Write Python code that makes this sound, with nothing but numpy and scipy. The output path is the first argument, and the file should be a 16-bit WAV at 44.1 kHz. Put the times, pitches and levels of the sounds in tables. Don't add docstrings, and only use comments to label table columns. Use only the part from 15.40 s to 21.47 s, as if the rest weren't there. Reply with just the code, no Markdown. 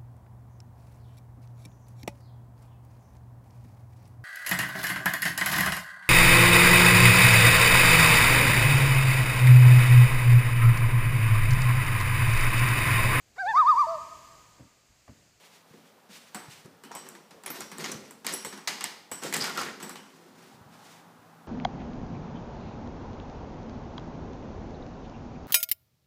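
import sys
import numpy as np
from scipy import signal
from scipy.fft import rfft, irfft, next_fast_len
from scipy.io import wavfile
from scipy.ndimage import map_coordinates

SR = 44100
rng = np.random.default_rng(int(sys.argv[2]) if len(sys.argv) > 2 else 0)


def store_wav(level_fs):
    pcm = np.round(np.clip(np.atleast_2d(level_fs), -1, 1) * 32767)
    wavfile.write(sys.argv[1], SR, pcm.T.astype(np.int16))


N = 267731
TIME = np.arange(N) / SR
RING_TIME = TIME[:SR * 3 // 5]


def amp(db):
    return 10 ** (np.asarray(db) / 20)


def unit_rms(x):
    return x / np.sqrt(np.mean(x ** 2) + 1e-20)


def fade(t, t60):
    return np.exp(-np.log(1000) * t / t60)


def stroke(start_s, length_s, attack_s, t60_s):
    release = fade(np.maximum(TIME - start_s - length_s, 0), t60_s)
    return np.clip((TIME - start_s) / attack_s, 0, 1) * release


def along(points, hz):
    f, v = np.transpose(points)
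    return np.interp(np.log(hz + 1), np.log(f), v)


def wobble(rate_hz):
    return map_coordinates(rng.standard_normal(int(N * rate_hz / SR) + 4), [TIME * rate_hz])


def add(track, time_s, sound):
    start = max(round(time_s * SR), 0)
    track[start:start + len(sound)] += sound[:N - start]


def through(x, response):
    return signal.fftconvolve(x, response)[:len(x)]


def colour(spectrum, size=2048):
    gain = amp(along(spectrum, np.fft.rfftfreq(size, 1 / SR)))
    cepstrum = irfft(np.log(gain + 1e-6))
    cepstrum[1:size // 2] *= 2
    cepstrum[size // 2 + 1:] = 0
    response = irfft(np.exp(rfft(cepstrum)))
    return response / np.linalg.norm(response)


def resonator(modes, size=8192):
    t = TIME[:size]
    response = np.zeros(size)
    for k, (hz, width_hz, db) in enumerate(modes):
        envelope = amp(db) * width_hz * np.exp(-np.pi * width_hz * t)
        response += (-1) ** k * envelope * np.sin(2 * np.pi * hz * t)
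    response = signal.sosfilt(signal.butter(2, 110, "high", fs=SR, output="sos"), response)
    return response / np.linalg.norm(response)


def noise(spectrum):
    return unit_rms(through(rng.standard_normal(N), colour(spectrum, size=8192)))


# (frequency [Hz], t60 [s])
ROOM_DECAY = [(100, 0.51), (260, 0.9), (700, 0.74), (1800, 0.61), (5000, 0.64), (13000, 0.49)]

def room_tail():
    hz, _, bands = signal.stft(rng.standard_normal(len(RING_TIME)), SR, nperseg=256)[:3]
    frame_s = np.arange(bands.shape[1]) * 128 / SR
    bands *= fade(frame_s, along(ROOM_DECAY, hz)[:, None])
    tail = signal.istft(bands, SR, nperseg=256)[1][:len(RING_TIME)]
    near_walls = 1 + 1.1 * fade(RING_TIME, 0.1)
    tail *= (1 - np.exp(-RING_TIME / 0.001)) * near_walls
    return tail / np.linalg.norm(tail)


def in_room(x, wet_db):
    return (x + amp(wet_db) * through(x, room_tail())) / np.hypot(1, amp(wet_db))


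# (frequency [Hz], level [dB])
HUSH_SPECTRUM = [(25, -23), (60, -17), (100, -22), (155, -13), (260, -3.5), (330, -7), (480, -2.5),
                 (750, -5), (1200, -8.5), (2200, -14), (5000, -18.5), (10000, -24), (15000, -24)]
# (frequency [Hz], level [dB])
TRAFFIC_SPECTRUM = [(30, -23), (65, -41), (100, -4.5), (160, -4.5), (240, 1), (330, -7.5), (560, -12),
                    (800, -2), (1100, -7), (1500, -9.5), (2000, -18.5), (4000, -62), (9000, -59)]

def background(shut_db=-67.5, open_db=-56.5, opens_at_s=4.46, swing_s=0.84):
    hum_hz = 167 + 2 * wobble(14)
    hum = np.sin(2 * np.pi * np.cumsum(hum_hz) / SR) * amp(-4 + 1.5 * wobble(8))
    traffic = noise(TRAFFIC_SPECTRUM) * amp(0.8 * wobble(5))
    hush = noise(HUSH_SPECTRUM) * amp(0.7 * wobble(4))
    opening = np.clip((TIME - opens_at_s) / swing_s, 0, 1)
    return amp(shut_db + (open_db - shut_db) * opening) * (traffic + hum) + amp(-61) * hush


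# (frequency [Hz], level [dB])
CLOTH_SPECTRUM = [(300, -20), (900, -3), (2000, 3), (3500, 2), (8000, -3.5), (10000, -8), (15000, -12.5)]
# (start [s], length [s], level [dB])
SLEEVE_STROKES = [(-.05, 0.12, -56), (0.091, 0.039, -55), (0.244, 0.22, -62.5), (0.687, 0.081, -46.5),
                  (0.794, 0.4, -59.5), (1.068, 0.064, -50), (4.978, 0.14, -56.5), (5.291, 0.099, -55.5),
                  (5.41, 0.15, -53.5)]

def sleeves():
    strokes = sum(amp(db) * stroke(start_s, length_s, attack_s=0.058, t60_s=0.43)
                  for start_s, length_s, db in SLEEVE_STROKES)
    return amp(-3 + 2.2 * wobble(35)) * strokes * noise(CLOTH_SPECTRUM)


# (time [s], level [dB], frequency [Hz])
SOFT_THUDS = [(0.308, -43, 153), (0.693, -46, 205), (1.082, -36, 139), (1.248, -40, 131),
              (2.548, -35.5, 134), (3.848, -40, 150), (4.011, -31, 156), (5.14, -44, 139),
              (5.209, -42, 101), (5.259, -41, 131), (5.789, -45.5, 132)]

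def thuds():
    out = np.zeros(N)
    envelope = fade(RING_TIME, 0.035) * (1 - np.exp(-RING_TIME / 0.011))
    for time_s, db, hz in SOFT_THUDS:
        add(out, time_s, amp(db + 12.5) * envelope * np.sin(2 * np.pi * hz * RING_TIME))
    return in_room(out, wet_db=-2.5)


# (frequency [Hz], level [dB])
CLACK_SPECTRUM = [(40, -83), (150, -14.5), (450, 6.5), (650, 3), (900, 10.5), (1400, 8), (2050, 5.5),
                  (3000, -1), (4800, 0), (7000, -0.5), (16000, -23)]
# (frequency [Hz], level [dB])
SNAP_SPECTRUM = [(2000, -24), (5000, -2), (7500, 18.5), (9300, 9.5), (12000, 6), (15000, 0.5)]
# (frequency [Hz], width [Hz], level [dB])
PANEL_MODES = [(160, 30, -3), (210, 26, 2), (270, 24, -.5), (350, 70, -6.3), (485, 100, -6)]
# (frequency [Hz], width [Hz], level [dB])
BOLT_MODES = [(1150, 200, -62), (1724, 650, 5), (2420, 1500, 0.5), (2764, 150, 8.5), (4360, 920, 1),
              (5020, 480, 7), (6600, 700, -2)]

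def knocks(contacts, room_db, thud_db, reference_db=-24):
    out = np.zeros(N)
    clack, snap = colour(CLACK_SPECTRUM), colour(SNAP_SPECTRUM)
    panel, bolt = resonator(PANEL_MODES), resonator(BOLT_MODES)
    blow = fade(RING_TIME, 0.01) * (1 - np.exp(-RING_TIME / 0.0008))
    for time_s, db, snap_db in contacts:
        excess_db = db - reference_db
        hardness = 1 / (3.5 + np.exp(-(db + 7) / 3))
        chatter = sum(np.roll(blow, int(delay_s * SR)) for delay_s in rng.uniform(0.0034, 0.0196, 3))
        crack = rng.standard_normal(len(RING_TIME)) * (blow + amp(-14 + 0.16 * excess_db) * chatter)
        crack /= np.linalg.norm(crack)
        echo = amp(room_db - 0.067 * excess_db) * room_tail()
        frame = (1 - 1.64 * hardness) * through(crack + echo, clack)
        body = through(crack + echo, 2.82 * hardness * bolt + amp(thud_db - 0.64 * excess_db) * panel)
        tick = crack * fade(RING_TIME, 0.016)
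        metal = amp(snap_db) * through(1.2 * tick / np.linalg.norm(tick) + amp(-7) * echo, snap)
        add(out, time_s, amp(db) * (frame + body + metal))
    return out


# (time [s], strength [dB], relative snap [dB])
DOOR_BUMPS = [(.335, -41, -8), (.69, -45.5, -22), (.946, -18.5, -0.5), (1.246, -37, -8), (1.436, -29.5, -1),
              (2.316, -23, -2), (2.846, -20, -10), (3.125, -24, -9), (3.278, -14.5, 3), (3.715, -20, 1.5),
              (3.835, -25.5, 8.5), (3.966, -17.5, 8), (4.401, -24, -10), (4.427, -21.5, -2),
              (4.494, -23, 2.5)]

def door_bumps():
    return knocks(DOOR_BUMPS, room_db=11, thud_db=-4)


def slips(rate_hz, spread_db):
    size = amp(spread_db * np.clip(rng.standard_normal(N), -2, 2)) * rng.choice([-1, 1], N)
    return unit_rms((rng.random(N) < rate_hz / SR) * size)


# (start [s], length [s], level [dB], frequency [Hz], width [Hz])
EDGE_RASPS = [(0.944, 0.04, -47, 783, 90), (1.507, 0.016, -41, 950, 218), (1.539, 0.042, -40.5, 970, 218),
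              (1.92, 0.072, -51, 450, 120), (2.097, .02, -45.5, 304, 250), (2.199, 0.067, -52.5, 404, 250),
              (2.512, 0.015, -36, 6000, 400), (2.918, .035, -41, 390, 200), (3.045, 0.036, -44, 440, 250),
              (3.714, 0.016, -38.5, 491, 158), (3.827, 0.052, -39, 465, 90), (4.002, 0.037, -30, 4930, 350),
              (4.017, 0.096, -37.5, 1450, 398), (4.16, 0.07, -32, 1335, 180),
              (4.187, 0.036, -38, 4880, 200), (4.199, 0.12, -39.5, 1760, 603)]

def edge_rasps():
    out = np.zeros(N)
    for start_s, length_s, db, hz, width_hz in EDGE_RASPS:
        progress = np.clip((TIME - start_s) / length_s, 0, 1)
        swell = np.sqrt(np.abs(np.sin(np.pi * progress)))
        rasp = through(slips(rate_hz=780, spread_db=5), resonator([(hz, width_hz, 0)]))
        out += amp(db) * swell * rasp
    return in_room(out, wet_db=-5.5)


# (frequency [Hz], level [dB], t60 [s])
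HANDLE_MODES = [(2985, 0, 0.41), (5640, 0, 0.87), (5770, -3, 0.35), (7900, -23, 0.61), (7980, -6.5, 0.21),
                (8600, -18, 0.15), (9850, 2, 0.043), (9600, -20, .25), (12600, 2, 0.15), (12300, 6, 0.13),
                (13800, 6, 0.068), (14950, -7, .18)]
# (time [s], level [dB], excitation centre [Hz])
HANDLE_JOLTS = [(0.947, -36, 8100), (1.438, -53, 3040), (1.551, -35.5, 8200), (1.556, -63, 14000),
                (1.517, -55, 5750), (1.582, -58, 8400), (1.558, -55, 3000), (1.665, -59, 3000),
                (2.061, -33, 9800), (2.103, -42, 13600), (2.205, -50, 5750), (2.916, -45, 5800),
                (2.925, -29, 8000), (2.939, -29, 9700), (3.052, -31.5, 7960), (3.067, -44, 9800),
                (3.124, -61, 5750), (3.717, -29, 7960), (4.427, -32.5, 7700), (4.556, -54, 3050)]

def handle_clinks(scatter_db=2, reach_oct=0.13):
    out = np.zeros(N)
    hz, mode_db, t60_s = np.transpose(HANDLE_MODES)[:, :, None]
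    for time_s, db, centre_hz in HANDLE_JOLTS:
        favour = 0.066 + np.exp(-0.5 * (np.log2(hz / centre_hz) / reach_oct) ** 2)
        strength = favour * amp(mode_db + scatter_db * rng.standard_normal(hz.shape))
        drift_rad = 0.14 * np.cumsum(rng.standard_normal((len(hz), len(RING_TIME))), axis=1)
        modes = np.sin(2 * np.pi * hz * RING_TIME + drift_rad)
        ring = np.sum(strength * fade(RING_TIME, t60_s) * modes, axis=0)
        echo = amp(-4) * through(ring, room_tail())
        add(out, time_s, amp(db - 0.5) * (ring + echo))
    return out


# (time [s], strength [dB], relative snap [dB])
LOCK_CLICKS = [(1.259, -38.5, 2), (1.45, -32, 0), (1.515, -21, -18), (1.551, -19, -1), (1.666, -25.5, -10),
               (1.688, -28, 9.5), (1.751, -25, -7), (1.908, -25.5, -14), (2.036, -24, -3), (2.062, -12, -2),
               (2.103, -16, -3), (2.206, -19.5, 5), (2.383, -20, 1), (2.442, -7, -19), (2.451, -24, -19),
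               (2.518, -18, 5), (2.709, -27, 6), (2.866, -4.5, -2), (2.937, -17.5, 4), (3.048, -11.5, -4),
               (3.176, -21.5, -7), (3.274, -1.5, -14), (3.408, -8, -9), (3.4406, -6.5, 0.5),
               (3.926, -8.5, -3), (3.938, -3.5, -3), (3.943, -17.5, 11.5), (4.014, -18, -1),
               (4.041, -6.5, -5.5), (4.096, -15, -7), (4.174, -7, -8), (4.215, -10.5, -4.5),
               (4.557, -19, -13)]

def lock_clicks():
    return knocks(LOCK_CLICKS, room_db=3.5, thud_db=-8)


# (frequency [Hz], level [dB])
GRIT_SPECTRUM = [(250, -13), (450, -8), (660, 5), (950, 3.5), (1500, 5.5), (2200, 4), (3000, 1.5),
                 (4900, 1), (7500, -2), (10000, -7.5), (14000, -11.5), (16000, -23)]
# (start [s], length [s], grit [dB], judder [dB])
EDGE_DRAGS = [(1.554, 0.02, -47, -49), (1.61, 0.12, -59, -54), (2.065, .02, -40, -46),
              (2.129, 0.088, -44.5, -47.5), (2.363, .16, -41.5, -42), (2.616, 0.077, -58, -59),
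              (2.877, 0.044, -35.5, -45.5), (3.815, 0.051, -34, -40), (3.925, 0.036, -31.5, -37.5),
              (3.998, 0.082, -36, -51), (4.136, 0.12, -39, -43), (4.402, 0.072, -53, -47.5),
              (4.647, 0.44, -62, -59)]

def edge_scrapes(attack_s=0.018, grit_t60_s=0.14, judder_t60_s=0.26):
    grip = unit_rms(amp(4 * np.clip(wobble(70), -1.5, 1.5)))
    rubbing, shaking = np.zeros((2, N))
    for start_s, length_s, grit_db, judder_db in EDGE_DRAGS:
        rubbing += amp(grit_db) * stroke(start_s, length_s, attack_s, grit_t60_s)
        shaking += amp(judder_db) * stroke(start_s, length_s, attack_s, judder_t60_s)
    grit = through(slips(rate_hz=1800, spread_db=0.5), colour(GRIT_SPECTRUM)) * rubbing
    judder = through(slips(rate_hz=500, spread_db=5), resonator(PANEL_MODES)) * shaking
    return amp(-0.5) * (in_room(grip * grit, wet_db=0) + in_room(judder, wet_db=6))


def scene():
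    mix = background() + sleeves() + thuds() + door_bumps()
    mix += edge_rasps() + handle_clinks() + lock_clicks() + edge_scrapes()
    return mix[None]


def record(dry, low_cut_hz=65, top_hz=15550):
    thin = signal.sosfilt(signal.butter(2, low_cut_hz, "high", fs=SR, output="sos"), dry)
    size = next_fast_len(N + SR // 2)
    passband = np.fft.rfftfreq(size, 1 / SR) < top_hz
    return irfft(rfft(thin, size) * passband, size)[:, :N]


dry = scene()
out = record(dry)
store_wav(out)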